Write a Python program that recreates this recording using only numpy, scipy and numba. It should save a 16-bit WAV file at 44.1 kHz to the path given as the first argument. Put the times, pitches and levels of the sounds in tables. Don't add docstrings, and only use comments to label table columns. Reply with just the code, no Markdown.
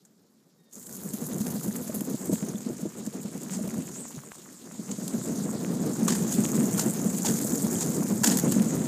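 import sys
import numpy as np
from scipy import signal
from scipy.io import wavfile
from scipy.ndimage import uniform_filter1d
from numba import njit

SR = 44100
rng = np.random.default_rng(int(sys.argv[2]) if len(sys.argv) > 2 else 0)


def generate_wav(signal):
    frames = np.transpose(np.atleast_2d(signal))
    scaled = np.clip(frames, -1, 1) * 32767
    pcm = np.round(scaled).astype(np.int16)
    wavfile.write(sys.argv[1], SR, pcm)


N = 391166

# (frequency [Hz], width [Hz], level [dB])
HULL_MODES = [(115.7, 31, -13), (135.6, 25.6, -5), (174.4, 48, -1), (207.1, 41, 3.5), (250.3, 61, -2.5),
              (336.6, 82.6, -4.5), (479, 89, -10), (616, 115, -12), (936, 900, -27)]
# (frequency [Hz], width [Hz], level [dB])
PLATE_MODES = [(890, 390, 2.5), (1510, 480, -0.5), (3270, 880, -5.5), (4630, 1900, -0.5)]
# (frequency [Hz], width [Hz], level [dB])
PORT_MODES = [(6766, 983, 12.6), (7614, 1710, 12.25), (8343, 1980, 9.4)]
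# (frequency [Hz], width [Hz], level [dB])
TOP_MODES = [(10240, 3200, 0), (13900, 5300, 0)]
# (time [s], hull boom [dB], crush hiss in the port band [dB], top of the hiss [dB])
ICE_LEVELS = [(0.731, -56, -49.5, -55.5), (0.97, -42, -47.5, -48), (1.35, -33, -45.5, -46),
              (1.9, -36, -48.5, -48.5), (2.38, -35.5, -46.5, -53.5), (2.94, -41, -50.5, -59),
              (3.78, -34.5, -47, -53.5), (4.33, -53, -52, -59.5), (4.65, -48, -52.5, -61.5),
              (4.94, -37, -45.5, -55.5), (5.26, -32, -42.5, -51), (5.71, -28, -46, -54),
              (6.33, -27, -37, -45.5), (6.69, -25.5, -38, -43.5), (7.07, -29.5, -39, -46),
              (7.42, -29, -36, -40.5), (7.91, -27.5, -38, -45), (8.23, -28.5, -42.5, -47.5),
              (8.41, -24, -37, -45), (8.87, -26.5, -41.5, -50.5)]


def undb(db):
    return 10 ** (np.asarray(db) / 20)


def unit(x):
    return x / np.sqrt(np.mean(x ** 2))


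@njit
def svf(x, g, k):
    y, b, l = np.empty(len(x)), 0., 0.
    for i in range(len(x)):
        v = (b + g * (x[i] - l)) / (1 + g * (g + k))
        b, l, y[i] = 2 * v - b, l + 2 * g * v, k * v
    return y


def ring(x, modes):
    out = 0
    for n, (hz, width, db) in enumerate(modes):
        g = np.tan(np.pi * hz / SR)
        k = 1.97 * width / hz
        sign = (-1) ** n
        out = out + sign * undb(db) * svf(svf(x, g, k), g, k)
    return out


def walk(rate):
    hold = int(SR / rate)
    steps = np.repeat(rng.standard_normal(N // hold + 1), hold)
    steps = uniform_filter1d(uniform_filter1d(steps, hold), hold)[:N]
    return unit(steps - uniform_filter1d(steps, 6 * hold))


def add(track, s, sound):
    i = int(s * SR)
    track[i:i + len(sound)] += sound[:N - i]


def noise(modes, wander_db=0., rate=5):
    drive = rng.standard_normal(N)
    out = 0
    for n, mode in enumerate(modes):
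        out = out + (-1) ** n * undb(wander_db * walk(rate)) * ring(drive, [mode])
    return unit(out)


def swishes():
    # (time of the middle [s], level [dB], length [s])
    passes = [(2.28, -46.5, .45), (4.009, -42.5, 0.2)]
    low_hz, high_hz, width_hz = 6520, 8050, 1300
    t, out = np.arange(N) / SR, 0
    for s, db, length in passes:
        arch = np.cos(np.pi * np.clip((t - s) / length, -.5, .5))
        hz = low_hz + (high_hz - low_hz) * arch ** 2
        phase = 2 * np.pi * np.cumsum(hz) / SR
        low = signal.butter(2, width_hz / 2, fs=SR, output="sos")
        a, b = signal.sosfilt(low, rng.standard_normal((2, N)))
        band = unit(a * np.cos(phase) + b * np.sin(phase))
        out = out + undb(db) * np.sqrt(np.abs(arch)) * band
    return out


def squeak():
    # (time [s], pitch [Hz], level [dB])
    path = [(0.55, 1885, -78), (.66, 1845, -77), (.79, 1790, -78)]
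    # (multiple of the pitch [1], level [dB])
    orders = [(1, -6), (2, -2), (5, -16)]
    s, hz, db = np.transpose(path)
    t = np.arange(s[0], s[-1], 1 / SR)
    phase = 2 * np.pi * np.cumsum(np.interp(t, s, hz)) / SR
    tone = np.sqrt(2) * sum(undb(d) * np.sin(k * phase) for k, d in orders)
    level = undb(np.interp(t, s, db)) * undb(3 * walk(60)[:len(t)])
    fade = signal.windows.tukey(len(t), .4)
    out = np.zeros(N)
    add(out, s[0], tone * level * fade)
    return out


def crackle(rate, spread_db, t60, bed_db, rise_s):
    sizes = undb(spread_db * np.minimum(rng.exponential(size=N), 3))
    starts = (rng.random(N) < rate / SR) * sizes
    fading = signal.lfilter([1], [1, -undb(-60 / (t60 * SR))], starts)
    loud = unit(uniform_filter1d(fading, int(rise_s * SR) + 1)) + undb(bed_db)
    return loud / np.sqrt(uniform_filter1d(loud ** 2, SR // 5))


def chips(count=1800, low_hz=894.0, span_oct=3.02, spread_db=5.5):
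    out, t = np.zeros(N), np.arange(int(.012 * SR)) / SR
    first = ICE_LEVELS[0][0]
    for when, pitch, size, ringing in rng.random((count, 4)):
        hz = low_hz * 2 ** (span_oct * pitch)
        cycles = .6 + 2 * ringing ** 8
        click = np.sin(2 * np.pi * hz * t) * np.exp(-hz * t / cycles)
        level = undb(-spread_db * np.log(size + 0.05))
        add(out, first + when * (N / SR - first), level * click)
    return unit(out)


def hollow(x):
    # (time [s], pitch of the dip [Hz], strength of the echo [0-1])
    dips = [(1.7, 2720, 0.48), (4.2, 3270, 0.2), (4.55, 2930, 0.4), (5.15, 2780, 0.46), (5.45, 2720, 0.6),
            (5.8, 2500, 1), (6.1, 2870, 0.27), (6.9, 3370, 0.38), (7.5, 2880, 0.6), (8.1, 3000, 0.7),
            (8.5, 3000, .3)]
    s, hz, share = np.transpose(dips)
    i = np.arange(N)
    share = np.clip(np.interp(i / SR, s, share), 0, 1)
    delay = SR / (2 * np.interp(i / SR, s, hz))
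    echo = np.interp(i - delay, i, x)
    return (x + share * echo) / np.sqrt(1 + share ** 2)


def crush(port_db, middle_db, top_db):
    # (frequency [Hz], width [Hz], level [dB])
    middle_modes = [(1135, 850, -4.5), (2020, 1930, -7), (3380, 1300, -2.5), (5480, 1700, -9)]
    grainy = np.clip((port_db + 87.0) / 20.0, 0, 1)
    grainy = grainy * np.clip(3.0 + (top_db - port_db) / 4.2, .3, 1.3)
    breaks = crackle(rate=260., spread_db=3., t60=0.005, bed_db=7., rise_s=0.0003)
    grains = (breaks * undb(.9 * walk(110))) ** grainy
    port = undb(port_db + 0.85 * walk(55)) * noise(PORT_MODES, wander_db=1.0, rate=25)
    top = undb(top_db + 0.68 * walk(70)) * noise(TOP_MODES, wander_db=2.0, rate=47)
    flicker = undb(1.25 * grainy * walk(90))
    middle = np.sqrt(grains) * flicker * noise(middle_modes, wander_db=1.64, rate=28)
    middle = middle + undb(-4.5) * grainy * chips()
    high_pass = signal.butter(2, 4200., "high", fs=SR, output="sos")
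    bright = signal.sosfilt(high_pass, port + top)
    return grains * bright + undb(middle_db) * hollow(middle)


def taps():
    # (time [s], peak level [dB], pitch [Hz], ring length [cycles])
    knocks = [(1.317, -33, 2500, .3), (1.467, -25, 4000, .4), (1.597, -30, 4000, .25),
              (1.757, -28.5, 1910, 0.62), (1.822, -31, 5500, 0.27), (2.357, -28.5, 2020, 0.22),
              (2.428, -30, 1700, 0.35), (2.557, -41.5, 3500, 14), (3.497, -26, 2020, .16),
              (4.054, -30, 900, 0.36), (4.19, -33, 1500, 0.64), (4.236, -39.5, 1100, 2.1),
              (4.319, -26, 1500, .25), (4.713, -34, 1200, .4), (4.892, -31, 2020, .16),
              (5.648, -24.5, 2200, .6), (6.082, -21, 1155, 5), (6.453, -17, 3200, .4),
              (6.608, -22, 1500, .2), (6.748, -39, 3260, 10), (6.788, -27, 1370, 5.5),
              (7.247, -29.5, 845, 5), (7.755, -36, 3200, 7), (8.236, -29, 990, 6), (8.237, -25, 1700, 9),
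              (8.3, -14, 5340, 4), (8.598, -21.5, 2400, .2)]
    plate_db, port_db = -20, -6
    out, t = np.zeros(N), np.arange(int(.04 * SR)) / SR
    for s, db, hz, cycles in knocks:
        click = np.sin(2 * np.pi * hz * t) * np.exp(-hz * t / cycles)
        add(out, s, undb(db) * click / click.max())
    return out + undb(plate_db) * ring(out, PLATE_MODES) + undb(port_db) * ring(out, PORT_MODES)


def cracks():
    # (time [s], level [dB], brightness: top over the level [dB], length [s])
    bursts = [(0.05, -57, -12, 0.0066), (0.866, -46.5, -1, 0.004), (1.134, -44, 4, 0.009),
              (1.402, -41.5, -3, 0.016), (1.467, -37.5, -5, 0.003), (1.503, -44.5, 4, 0.011),
              (1.626, -43, 0, 0.022), (1.759, -43, 5, 0.0085), (1.874, -40.5, -5, 0.0078),
              (1.943, -44, 8, 0.016), (2.007, -40, 2, 0.0042), (2.05, -47, 5, 0.0021),
              (2.098, -62, 14, 0.005), (2.255, -48, 7, 0.004), (2.323, -41, -2, 0.028),
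              (2.812, -47, -2, 0.0071), (3.063, -39.5, -7, 0.0042), (3.431, -42, -6, 0.0052),
              (3.506, -43.5, -9, 0.012), (3.518, -40, -15, 0.039), (3.676, -45, -1, 0.0028),
              (3.83, -54, -12, 0.0029), (4.912, -37.5, -24, 0.0074), (5.078, -37.5, -4, 0.0034),
              (6.079, -25, -9, 0.01), (6.104, -28, -17, 0.0033), (6.121, -31, -12, 0.0092),
              (6.145, -35, -9, 0.017), (6.304, -37.5, -4, 0.038), (6.774, -35.5, -2, 0.013),
              (6.792, -28, -8, 0.0091), (6.808, -35.5, -4, 0.014), (7.247, -31, -13, 0.023),
              (7.272, -33.5, -7.5, 0.028), (7.757, -41.5, -7, 0.074), (7.808, -33, -17, 0.014),
              (7.823, -34.5, -12, 0.008), (8.234, -24, -5.5, 0.015), (8.259, -26.5, -8, 0.024),
              (8.31, -28, -8, 0.015), (8.371, -30.5, -0.5, 0.0026), (8.385, -33, 2, 0.0051),
              (8.396, -31, -3, 0.0026), (8.519, -31.5, -5, 0.0081), (8.62, -35.5, -4, 0.0023)]
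    plate_rel_db, plate_per_db = -4.5, 1.2649
    rise = 0.33
    rustle, rustle_lengths = 0.78, 2.26
    snap, snap_s = 0.66, 0.0025
    t = np.arange(int(.3 * SR)) / SR
    power = np.zeros((3, N))
    for s, port_db, bright_db, length in bursts:
        top_db = port_db + bright_db
        plate_db = -35 + plate_rel_db + plate_per_db * (port_db + 35)
        run = t / length
        shape = (1 - np.exp(-run / rise)) * (np.exp(-run ** 4) + rustle * np.exp(-run / rustle_lengths))
        shape = shape + snap * np.exp(-t / snap_s)
        for track, db in zip(power, (port_db, plate_db, top_db)):
            add(track, s, (undb(db) * shape) ** 2)
    port, plate, top = undb(1.3 * walk(250)) * np.sqrt(power)
    drive = rng.standard_normal(N) * undb(2.3 * walk(300))
    struck = sum(undb(0.87 * walk(60)) * ring(drive * plate, [mode]) for mode in PLATE_MODES)
    struck = struck / np.std(ring(drive, PLATE_MODES))
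    return port * noise(PORT_MODES) + struck + top * noise(TOP_MODES)


def thumps(reach_oct=.28, knock_hz=400.):
    # (time of the peak [s], peak of the boom [dB], pitch of the struck part [Hz])
    blows = [(1.001, -36, 242), (1.142, -22.5, 234), (1.224, -24.5, 228), (1.412, -19, 200),
             (1.563, -26, 215), (1.686, -20, 220), (1.899, -26, 600), (2.018, -20.5, 280),
             (2.145, -17.5, 259.7), (2.298, -16.5, 288), (2.331, -13.5, 240), (2.428, -20.5, 223),
             (2.548, -22, 201), (2.671, -23.5, 266.6), (2.71, -21.5, 291), (2.833, -23.5, 208),
             (2.859, -22.5, 320), (3.075, -23, 256), (3.256, -23.5, 212), (3.522, -26, 227),
             (3.593, -28, 690), (3.614, -23, 198.8), (3.65, -24, 207), (3.681, -30.5, 700),
             (3.789, -21, 173), (4.177, -29.5, 149), (4.797, -26.5, 244), (4.989, -23, 250),
             (5.813, -21, 214), (6.028, -20, 205), (6.389, -16.5, 231), (6.592, -15.5, 230),
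             (6.642, -17, 247), (6.833, -31.5, 825), (7.062, -19, 208), (7.347, -18.5, 230),
             (7.451, -20, 550), (8.009, -17.5, 221), (8.219, -20.5, 194), (8.359, -19.5, 252),
             (8.442, -20, 234), (8.569, -11.5, 266)]
    knock_base_db, knock_db_per_oct, knock_scatter_db = -16, 7, 4
    out, t = np.zeros(N), np.arange(int(.12 * SR)) / SR
    hz, width, db = np.transpose(HULL_MODES)[:, :, None]
    upper = hz[:, 0] > knock_hz
    chances = rng.random((len(blows), 1 + len(HULL_MODES)))
    for (s, peak_db, pitch), (hard, *turn) in zip(blows, chances):
        knock_db = knock_base_db + knock_db_per_oct * np.log2(pitch / 220)
        knock_db = knock_db + knock_scatter_db * (2 * hard - 1)
        near = np.exp(-(np.log2(hz / pitch) / reach_oct) ** 2) + 0.14
        swell = 1.7 * np.pi * np.minimum(width, 60.) * t
        swing = np.sin(2 * np.pi * (hz * t + np.c_[turn]))
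        modes = undb(db) * near * swell ** 2 * np.exp(-swell) * swing
        boom, knock = modes[~upper].sum(axis=0), modes[upper].sum(axis=0)
        blow = boom / np.abs(boom).max() + undb(knock_db) * knock / np.abs(knock).max()
        add(out, s - t[np.abs(boom).argmax()], undb(peak_db) * blow)
    return out


def grind(boom_db, rattle_db):
    judder_db, judder_per_boom = 2.5, -0.12
    depth_db = np.clip(judder_db + judder_per_boom * (boom_db + 35), 0, 3.5)
    depth_db = depth_db * np.clip((boom_db + 62) / 8, .3, 1)
    judder = depth_db * walk(32)
    drive = rng.standard_normal(N) * undb(judder)
    low = 0
    for n, mode in enumerate(HULL_MODES[:5]):
        low = low + (-1) ** n * ring(drive * undb(1.2 * walk(9)), [mode])
    jolts = undb(1.34 * judder + 1.27 * walk(60))
    high = ring(rng.standard_normal(N) * jolts, HULL_MODES[5:])
    return undb(boom_db) * unit(low) + undb(rattle_db) * unit(high)


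def scene():
    # (hull boom [dB], hiss in the port band [dB], top of the hiss [dB])
    open_water = (-64, -76, -77.5)
    meet_s = 0.028
    rattle_rel_db, rattle_per_boom = -7.5, 0.87
    middle_rel_db, middle_per_hiss, middle_per_boom = -8.5, 0.59, 0.083
    middle_start_db, middle_swell_s = -8, 0.25
    t = np.arange(N) / SR
    first = ICE_LEVELS[0][0]
    s, *columns = np.transpose([(first - meet_s, *open_water)] + list(ICE_LEVELS))
    boom_db, port_db, top_db = (np.interp(t, s, c) for c in columns)
    rattle_db = -40 + rattle_rel_db + rattle_per_boom * (boom_db + 40)
    middle_db = -45 + middle_rel_db + middle_per_hiss * (port_db + 45) + middle_per_boom * (boom_db + 40)
    since = t - first
    held_back = np.exp(-np.abs(since) / middle_swell_s) * np.clip(1 + since / meet_s, 0, 1)
    middle_db = middle_db + middle_start_db * held_back
    ice = grind(boom_db, rattle_db) + thumps() + crush(port_db, middle_db, top_db) + cracks() + taps()
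    return (ice + swishes() + squeak())[None]


def record(dry):
    low_hz, top_hz = 57.3, 15300
    limit = .6
    bass_cut = signal.butter(2, low_hz, "high", fs=SR, output="sos")
    thin = signal.sosfilt(bass_cut, dry)
    rounded = limit * np.tanh(thin / limit)
    top_cut = signal.ellip(10, .2, 60, top_hz, fs=SR, output="sos")
    return signal.sosfilt(top_cut, rounded)


dry = scene()
out = record(dry)
generate_wav(out)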